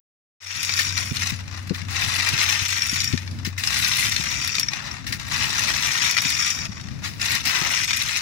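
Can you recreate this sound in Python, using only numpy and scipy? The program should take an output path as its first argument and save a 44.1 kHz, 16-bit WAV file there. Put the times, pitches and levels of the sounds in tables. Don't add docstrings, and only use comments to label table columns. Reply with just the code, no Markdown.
import sys
import numpy as np
from scipy import signal
from scipy.fft import rfft, irfft
from scipy.io import wavfile
from scipy.ndimage import uniform_filter1d, map_coordinates

SR = 44100
rng = np.random.default_rng(int(sys.argv[2]) if len(sys.argv) > 2 else 0)


def unload_wav(signal):
    wavfile.write(
        sys.argv[1],
        SR,
        np.round(np.clip(np.atleast_2d(signal).T, -1, 1) * 32767).astype(np.int16),
    )


N = 362061

# pitch_hz, level_db, t60_s
BLADE_MODES = [(1803, -5, .07), (2250, 0, .03), (2420, -2, .03), (3810, -7, .025), (4930, -2, .025),
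               (5560, 2, .034), (6300, -1, .018), (10400, -12, .02)]


def scraping():
    level_db, coarse_db, grit_db = stroke_levels()
    reach = blade_reach()
    crush = unit(collisions(count=14000, spread_db=-2.5, cycles=1.67, size=130) + rng.standard_normal(N))
    clinks = collisions(count=3000, spread_db=2.5, cycles=7, size=380)
    sliding = unit((crush + amp(-4) * clinks) * jolts(count=4000, spread_db=-1.4, t60_s=.036))
    ticks = unit(crush * jolts(count=300, spread_db=2, t60_s=.025))
    calm = np.clip((-35 - level_db) / 14, 0, .65)
    contacts = (1 - calm) * sliding + calm * ticks
    stones = stone_colour(contacts)
    choked_ring = blade_ring(np.arange(SR // 16) / SR, damping=3)
    steel = unit(signal.oaconvolve(contacts, choked_ring[None], axes=1)[:, :N])
    steel_share = .04 + .11 * reach ** 2
    body = np.sqrt(1 - steel_share) * unit(band(stones, 1300, 7200)) + np.sqrt(steel_share) * steel
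    shed_db, rasp_db = 4.5, -6
    coarse = amp(coarse_db + 3 - shed_db * reach) * unit(band(stones, 354, 1190))
    skids = stone_colour(crush) * jolts(count=1500, spread_db=2, t60_s=.04)
    rasp = amp(rasp_db) * reach ** 2 * unit(band(skids, 4300, 6800))
    spurts = jolts(count=300, spread_db=8, t60_s=.05)
    chips = collisions(count=700, spread_db=3, cycles=22, size=500, modes=2)
    grit = unit(band(stones, 8270, 14500) * (1 + .43 * spurts)) + .5 * unit(band(chips, 7900, 17300))
    return amp(level_db) * (body + coarse + rasp + amp(grit_db + 10) * unit(grit))


def stroke_levels():
    # start_s, end_s, attack_s, level_db, swell_db_per_s, release_t60_s, coarse_db, grit_db
    scrapes = [(0.37, .6, 0.039, -37, -8, .3, -38, -13.5), (0.463, 0.835, 0.14, -27, 2.5, 1, -13, -11.5),
               (0.96, 0.974, 0.007, -26.5, 3, 0.75, -7.5, -8.5),
               (1.09, 1.283, 0.074, -28, 9.5, 0.35, -14, -9.5), (1.348, 1.877, 0.021, -43, 0, 1, -6.5, -12),
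               (1.878, 2.551, 0.059, -26, 5.5, 0.25, -12.5, -11),
               (2.504, 3.017, 0.065, -23, -12.5, 1, -14, -10),
               (3.618, 4.136, 0.079, -21, -6.5, 0.43, -15.5, -7),
               (4.182, 4.585, 0.019, -27, -9, 0.61, -11.5, -12.5),
               (4.695, 4.953, 0.017, -34, -19, 1, -5, -14), (5.108, 5.29, 0.038, -38.5, 9, .3, -9, -11),
               (5.296, 6.086, 0.0084, -26, 3.5, 0.84, -11, -11),
               (6.147, 6.497, 0.02, -27, 5, 0.44, -12.5, -11),
               (6.523, 6.659, 0.011, -33.5, -9, 0.082, -2, -11),
               (6.676, 6.832, 0.017, -42, -14, 0.24, -2, -21),
               (7.025, 7.07, 0.017, -28.5, 2, 0.13, -11, -14),
               (7.191, 7.357, 0.025, -25.5, 9.5, 0.4, -13, -11),
               (7.432, 7.715, .02, -27.5, 13.5, 0.3, -7.5, -11),
               (7.71, 8.21, 0.016, -22.5, -12, .4, -15.5, -10.5)]
    t, power = np.arange(N) / SR, np.zeros((3, N))
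    for start_s, end_s, attack_s, level_db, swell, t60_s, coarse_db, grit_db in scrapes:
        age = t[:int((end_s - start_s + t60_s) * SR)]
        held = np.minimum(age, end_s - start_s)
        envelope = (1 - np.exp(-age / attack_s)) * amp(level_db + swell * held - 60 * (age - held) / t60_s)
        add(power, start_s, (amp([[0], [coarse_db], [grit_db]]) * envelope) ** 2)
    settling_db = -49
    power += (amp([[0], [-5], [-18]]) * amp(settling_db)) ** 2
    whole, coarse, grit = 10 * np.log10(power)
    return whole, coarse - whole, grit - whole


def blade_reach():
    # fully_out_s, pull_start_s
    swings = [(.7, 1.07), (3.0, 3.1), (4.5, 4.6), (6.3, 6.8), (8.1, 7.95)]
    push_s, pull_s, nearest = 1.0, .26, .21
    t = np.arange(N) / SR
    arcs = [np.minimum(1 + (t - out) / push_s, 1 - (t - back) / pull_s) for out, back in swings]
    return np.clip(np.max(arcs, axis=0), nearest, 1)


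def collisions(count, spread_db, cycles, size=220, modes=3):
    start = rng.integers(0, N, (count, 1))
    force = amp(spread_db * np.minimum(rng.exponential(size=(count, 1)), 3))
    skew_s = rng.normal(0, 1.5e-5, (count, 1))
    t = np.maximum(np.arange(size) / SR + np.array([skew_s, -skew_s]), 0).astype(np.float32)
    hz = np.exp(rng.uniform(np.log(600), np.log(17000), (modes, count, 1))).astype(np.float32)[:, None]
    age = hz * t / float(cycles)
    grains = (hz * np.sin(2 * np.pi * hz * t) * np.sqrt(age) * np.exp(-age)).sum(0)
    grains *= force * np.linspace(1, 0, size)
    positions = (start + np.arange(size)).ravel()
    return unit(np.array([np.bincount(positions, side.ravel(), N)[:N] for side in grains]))


def jolts(count, spread_db, t60_s):
    start = rng.integers(0, N, count)
    force = amp(spread_db * np.minimum(rng.exponential(size=count), 3))
    slips = uniform_filter1d(np.bincount(start, force ** 2, N), size=150)
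    power = signal.lfilter([1], [1, -amp(-60 / (t60_s * SR)) ** 2], slips)
    return unit(np.sqrt(np.abs(power)))


def stone_colour(x):
    # frequency_hz, gain_db
    gravel_eq = [(100, -76), (250, -4.5), (450, -15.5), (800, -9), (1200, -6.5), (2000, 0), (3500, -1),
                 (5900, -3.5), (8000, -1.5), (12000, -2.5), (16000, 5)]
    return equalise(x, gravel_eq)


def blade_ring(t, damping, struck_hz=None):
    ring = 0
    for pitch_hz, level_db, t60_s in BLADE_MODES:
        miss_db = 0 if struck_hz in (None, pitch_hz) else 13
        envelope = amp(level_db + rng.normal(0, 1) - miss_db - 60 * damping * t / t60_s)
        ring += envelope * np.sin(2 * np.pi * pitch_hz * t + rng.uniform(0, 2 * np.pi))
    return ring


def knocks_and_ticks():
    # start_s, level_db, pitch_hz
    hits = [(0.4685, -23, 5330), (0.6298, -4.5, 11800), (.6474, -12, 6030), (.6914, -12.5, 2290),
            (.7367, -10.5, 4770), (0.7882, -16, 2430), (0.9758, -12, 4150), (1.1673, -13, 4210),
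            (1.2186, -18.5, 2530), (1.694, -22.5, 2740), (1.8155, -23, 2180), (2.2876, -4, 10800),
            (2.9407, -11, 6000), (2.9726, -17.5, 2580), (3.0018, -10, 4900), (3.042, -5, 11900),
            (3.1254, -16.5, 2440), (3.1747, -16.5, 2390), (3.275, -26.5, 2320), (3.311, -27, 4640),
            (3.387, -28, 2980), (3.6356, -8, 3610), (3.6721, -7, 5300), (4.1619, -9, 4210),
            (4.446, -9.5, 5530), (4.474, -5, 11700), (4.5509, -12.5, 3860), (4.5819, -13.5, 2400),
            (4.596, -1.5, 11360), (4.6094, -15, 5700), (4.7326, -14, 2490), (5.1962, -21, 3620),
            (5.5917, -8.5, 6100), (6.11, -3, 14300), (6.1662, -11, 1970), (6.1764, -8.5, 2410),
            (6.1834, -8.5, 2260), (6.2493, -11, 2400), (6.2907, -16, 4860), (6.301, -3, 10400),
            (6.399, -13, 6660), (6.462, -10, 14900), (6.5026, -10, 6500), (6.6528, -17, 5160),
            (6.728, -34, 2100), (6.8099, -29, 3780), (6.884, -29.5, 1870), (7.2142, -11, 5020),
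            (7.3507, -5, 15000), (7.9062, -9.5, 2220), (8.1609, -16, 2570)]
    track, t = np.zeros(N), np.arange(SR // 16) / SR
    for start_s, level_db, pitch_hz in hits:
        t60_s = .021 * (3000 / pitch_hz) ** .1
        chatter = unit(band(rng.standard_normal(len(t)), pitch_hz / 2, pitch_hz * 2.5, order=1))
        note = np.sin(2 * np.pi * pitch_hz * t)
        hit = (chatter + .6 * note) * amp(-60 * t / t60_s) * (1 - np.exp(-t / .0007))
        add(track, start_s, amp(level_db + 2.5) * hit / np.abs(hit).max())
    return track


def blade_pings():
    # start_s, level_db
    pings = [(2.819, -6), (2.894, -8), (3.0413, -16), (3.0744, -11.5), (4.6296, -6.5), (4.6837, -6),
             (4.912, -16), (6.203, -15), (6.235, -20), (6.424, -11)]
    track, t = np.zeros(N), np.arange(SR // 16) / SR
    for start_s, level_db in pings:
        detune = 1 + rng.normal(0, .012)
        chatter = .5 * amp(-60 * t / .022) * unit(band(rng.standard_normal(len(t)), 1800, 7500, order=1))
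        ring = blade_ring(t * detune, damping=1.3, struck_hz=5560)
        hit = (ring + chatter) * (1 - np.exp(-t / .001))
        add(track, start_s, amp(level_db - 4.5) * hit / np.abs(hit).max())
    return track


def blade_stabs():
    # start_s, level_db, crunch_t60_s
    stabs = [(0.7896, -5, 0.17), (1.7424, -19, 0.13), (3.448, -13, 0.16), (3.5762, -14.5, 0.32),
             (5.065, -14.5, 0.2), (5.1227, -9, 0.11), (7.0424, -24, 0.74), (7.212, -25, 0.27),
             (7.452, -7.5, 0.38)]
    force, clank, t = np.zeros(N), np.zeros(N), np.arange(SR // 2) / SR
    for start_s, level_db, t60_s in stabs:
        add(force, start_s, amp(level_db - 60 * t / t60_s) * (1 - np.exp(-t / .001)))
        add(clank, start_s, amp(level_db - 16) * blade_ring(t, damping=.5, struck_hz=BLADE_MODES[0][0]))
    contacts = collisions(count=6000, spread_db=3.5, cycles=2.9) + rng.standard_normal(N)
    crunch = unit(stone_colour(contacts))
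    return amp(-4.5) * force * crunch + clank


def trackside(x):
    lag_s = 1.025e-3 - .18e-3 * blade_reach()
    left = map_coordinates(x[0], [np.arange(N) - SR * lag_s], order=5)
    direct = np.array([left, x[1]])
    scattered, t = np.zeros((2, N)), np.arange(SR // 8) / SR
    block, t60_s, predelay_s = SR // 10, .08, .002
    for first in range(0, N, block):
        tail = rng.standard_normal((2, len(t))) * amp(-60 * t / t60_s) * (t > predelay_s)
        tail /= np.linalg.norm(tail, axis=1, keepdims=True)
        add(scattered, first / SR, signal.fftconvolve(direct[:, first:first + block], tail, axes=1))
    return direct + amp(-7) * scattered


def hum():
    # time_s, level_db
    fader = [(0.42, -64), (0.46, -50), (0.59, -47.5), (1.01, -34.5), (1.12, -43), (1.21, -35.5), (3.1, -42),
             (3.15, -33.5), (3.56, -34.5)]
    stop_s, fade_s = 3.63, .035
    pitch_hz = 93 + .23 * wobble(4.35)
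    running = np.clip((stop_s - np.arange(N) / SR) / fade_s, 0, 1)
    return amp(automation(fader) + 2.5) * running * np.sin(2 * np.pi * np.cumsum(pitch_hz) / SR)


def wind():
    # time_s, level_db
    breeze = [(0.43, -100), (0.58, -52.5), (0.67, -53), (1.03, -46), (2.33, -46), (2.75, -51), (3.4, -42),
              (3.61, -48.5), (4.07, -43.5), (4.65, -48.5), (5.39, -42.5), (6.0, -48), (6.35, -51.5),
              (6.91, -42.5), (7.54, -45.5), (8.21, -50.5)]
    # frequency_hz, gain_db
    rumble_eq = [(25, -48), (40, -15), (65, 0), (100, 4.5), (160, -1.5), (260, -5), (400, -20.5),
                 (600, -22.5), (1500, -30.5)]
    air = rng.standard_normal(N) + 2.1 * rng.standard_normal((2, N))
    rumble = unit(equalise(air, rumble_eq))
    gusts = amp(2.3 * np.array([wobble(16), wobble(15)]))
    hiss = unit(band(rng.standard_normal((2, N)), 660, 1500, order=1))
    return amp(automation(breeze) + 7) * gusts * rumble + amp(-51) * hiss


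def microphone_bumps():
    # start_s, level_db, pitch_hz, left_over_right_db
    bumps = [(1.111, -17, 132, -21), (1.319, -25, 104, 21), (1.705, -17.5, 187, 16), (2.33, -23, 141, -31),
             (2.615, -27.5, 109, 14), (2.923, -22.5, 120, 0), (3.133, -16, 142, 22), (3.47, -23, 160, 33),
             (4.192, -25, 156, 25), (6.253, -26, 137.6, 32), (6.689, -27.5, 107, 6), (6.846, -37, 163, 22),
             (7.614, -25.5, 159, 19)]
    track, t = np.zeros((2, N)), np.arange(SR // 8) / SR
    envelope = (1 - np.exp(-t / .0049)) ** 2 * amp(-60 * t / .042)
    for start_s, level_db, pitch_hz, pan_db in bumps:
        noise = unit(band(rng.standard_normal(len(t)), 108.5, 2.12 * pitch_hz))
        thud = envelope * (np.sin(2 * np.pi * pitch_hz * t) + .62 * noise)
        pan = amp([[pan_db / 2], [-pan_db / 2]])
        add(track, start_s, amp(level_db) * pan / pan.mean() * thud / np.abs(thud).max())
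    return track


def amp(db):
    return 10 ** (np.asarray(db) / 20)


def unit(x):
    return x / np.sqrt(np.mean(x ** 2) + 1e-20)


def automation(points):
    return np.interp(np.arange(N) / SR, *np.transpose(points))


def wobble(rate):
    return map_coordinates(rng.standard_normal(int(N * rate / SR) + 4), [np.arange(N) * rate / SR])


def equalise(x, points, size=4096):
    points_hz, points_db = np.transpose(points)
    hz = np.fft.rfftfreq(size, 1 / SR)
    gain = amp(np.interp(np.log(hz + 1), np.log(points_hz + 1), points_db))
    cepstrum = irfft(np.log(np.maximum(gain, 1e-6)))
    cepstrum[1:size // 2] *= 2
    cepstrum[size // 2 + 1:] = 0
    kernel = irfft(np.exp(rfft(cepstrum)))
    return signal.oaconvolve(np.atleast_2d(x), kernel[None], axes=1)[:, :N]


def band(x, lo_hz, hi_hz, order=3):
    return signal.sosfilt(signal.butter(order, [lo_hz, min(hi_hz, SR / 2 - 1)], 'band', fs=SR, output='sos'), x)


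def add(track, start_s, sound):
    part = track[..., round(start_s * SR):][..., :sound.shape[-1]]
    part += sound[..., :part.shape[-1]]


def scene():
    work = scraping() + knocks_and_ticks() + blade_pings() + blade_stabs()
    return trackside(work) + hum() + wind() + microphone_bumps()


def record(dry):
    # frequency_hz, left_db, right_db
    port_eq = [(110, 4.5, -1.5), (816, -2.5, -5.5), (1074, -1, -10), (1790, 7.5, -5.5), (2680, 5.5, -6.5),
               (3440, -8.5, 0.5), (3327, 4, -5), (5470, 5.5, -2.5), (6230, 1, -3.5), (8190, -9.5, -11),
               (10700, -15, -8), (11140, -28.5, -6.5), (13800, -13, -23), (15160, -31.5, -9.5)]
    silence_s, fade_s, cutoff_hz = .402, .024, 15650
    heard = np.vstack([equalise(dry[k], np.array(port_eq)[:, [0, k + 1]]) for k in range(2)])
    heard *= np.clip((np.arange(N) / SR - silence_s) / fade_s, 0, 1)
    hz = np.fft.rfftfreq(N, 1 / SR)
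    return irfft(rfft(heard) / np.sqrt(1 + (hz / cutoff_hz) ** 200), N)


dry = scene()
out = record(dry)
unload_wav(out)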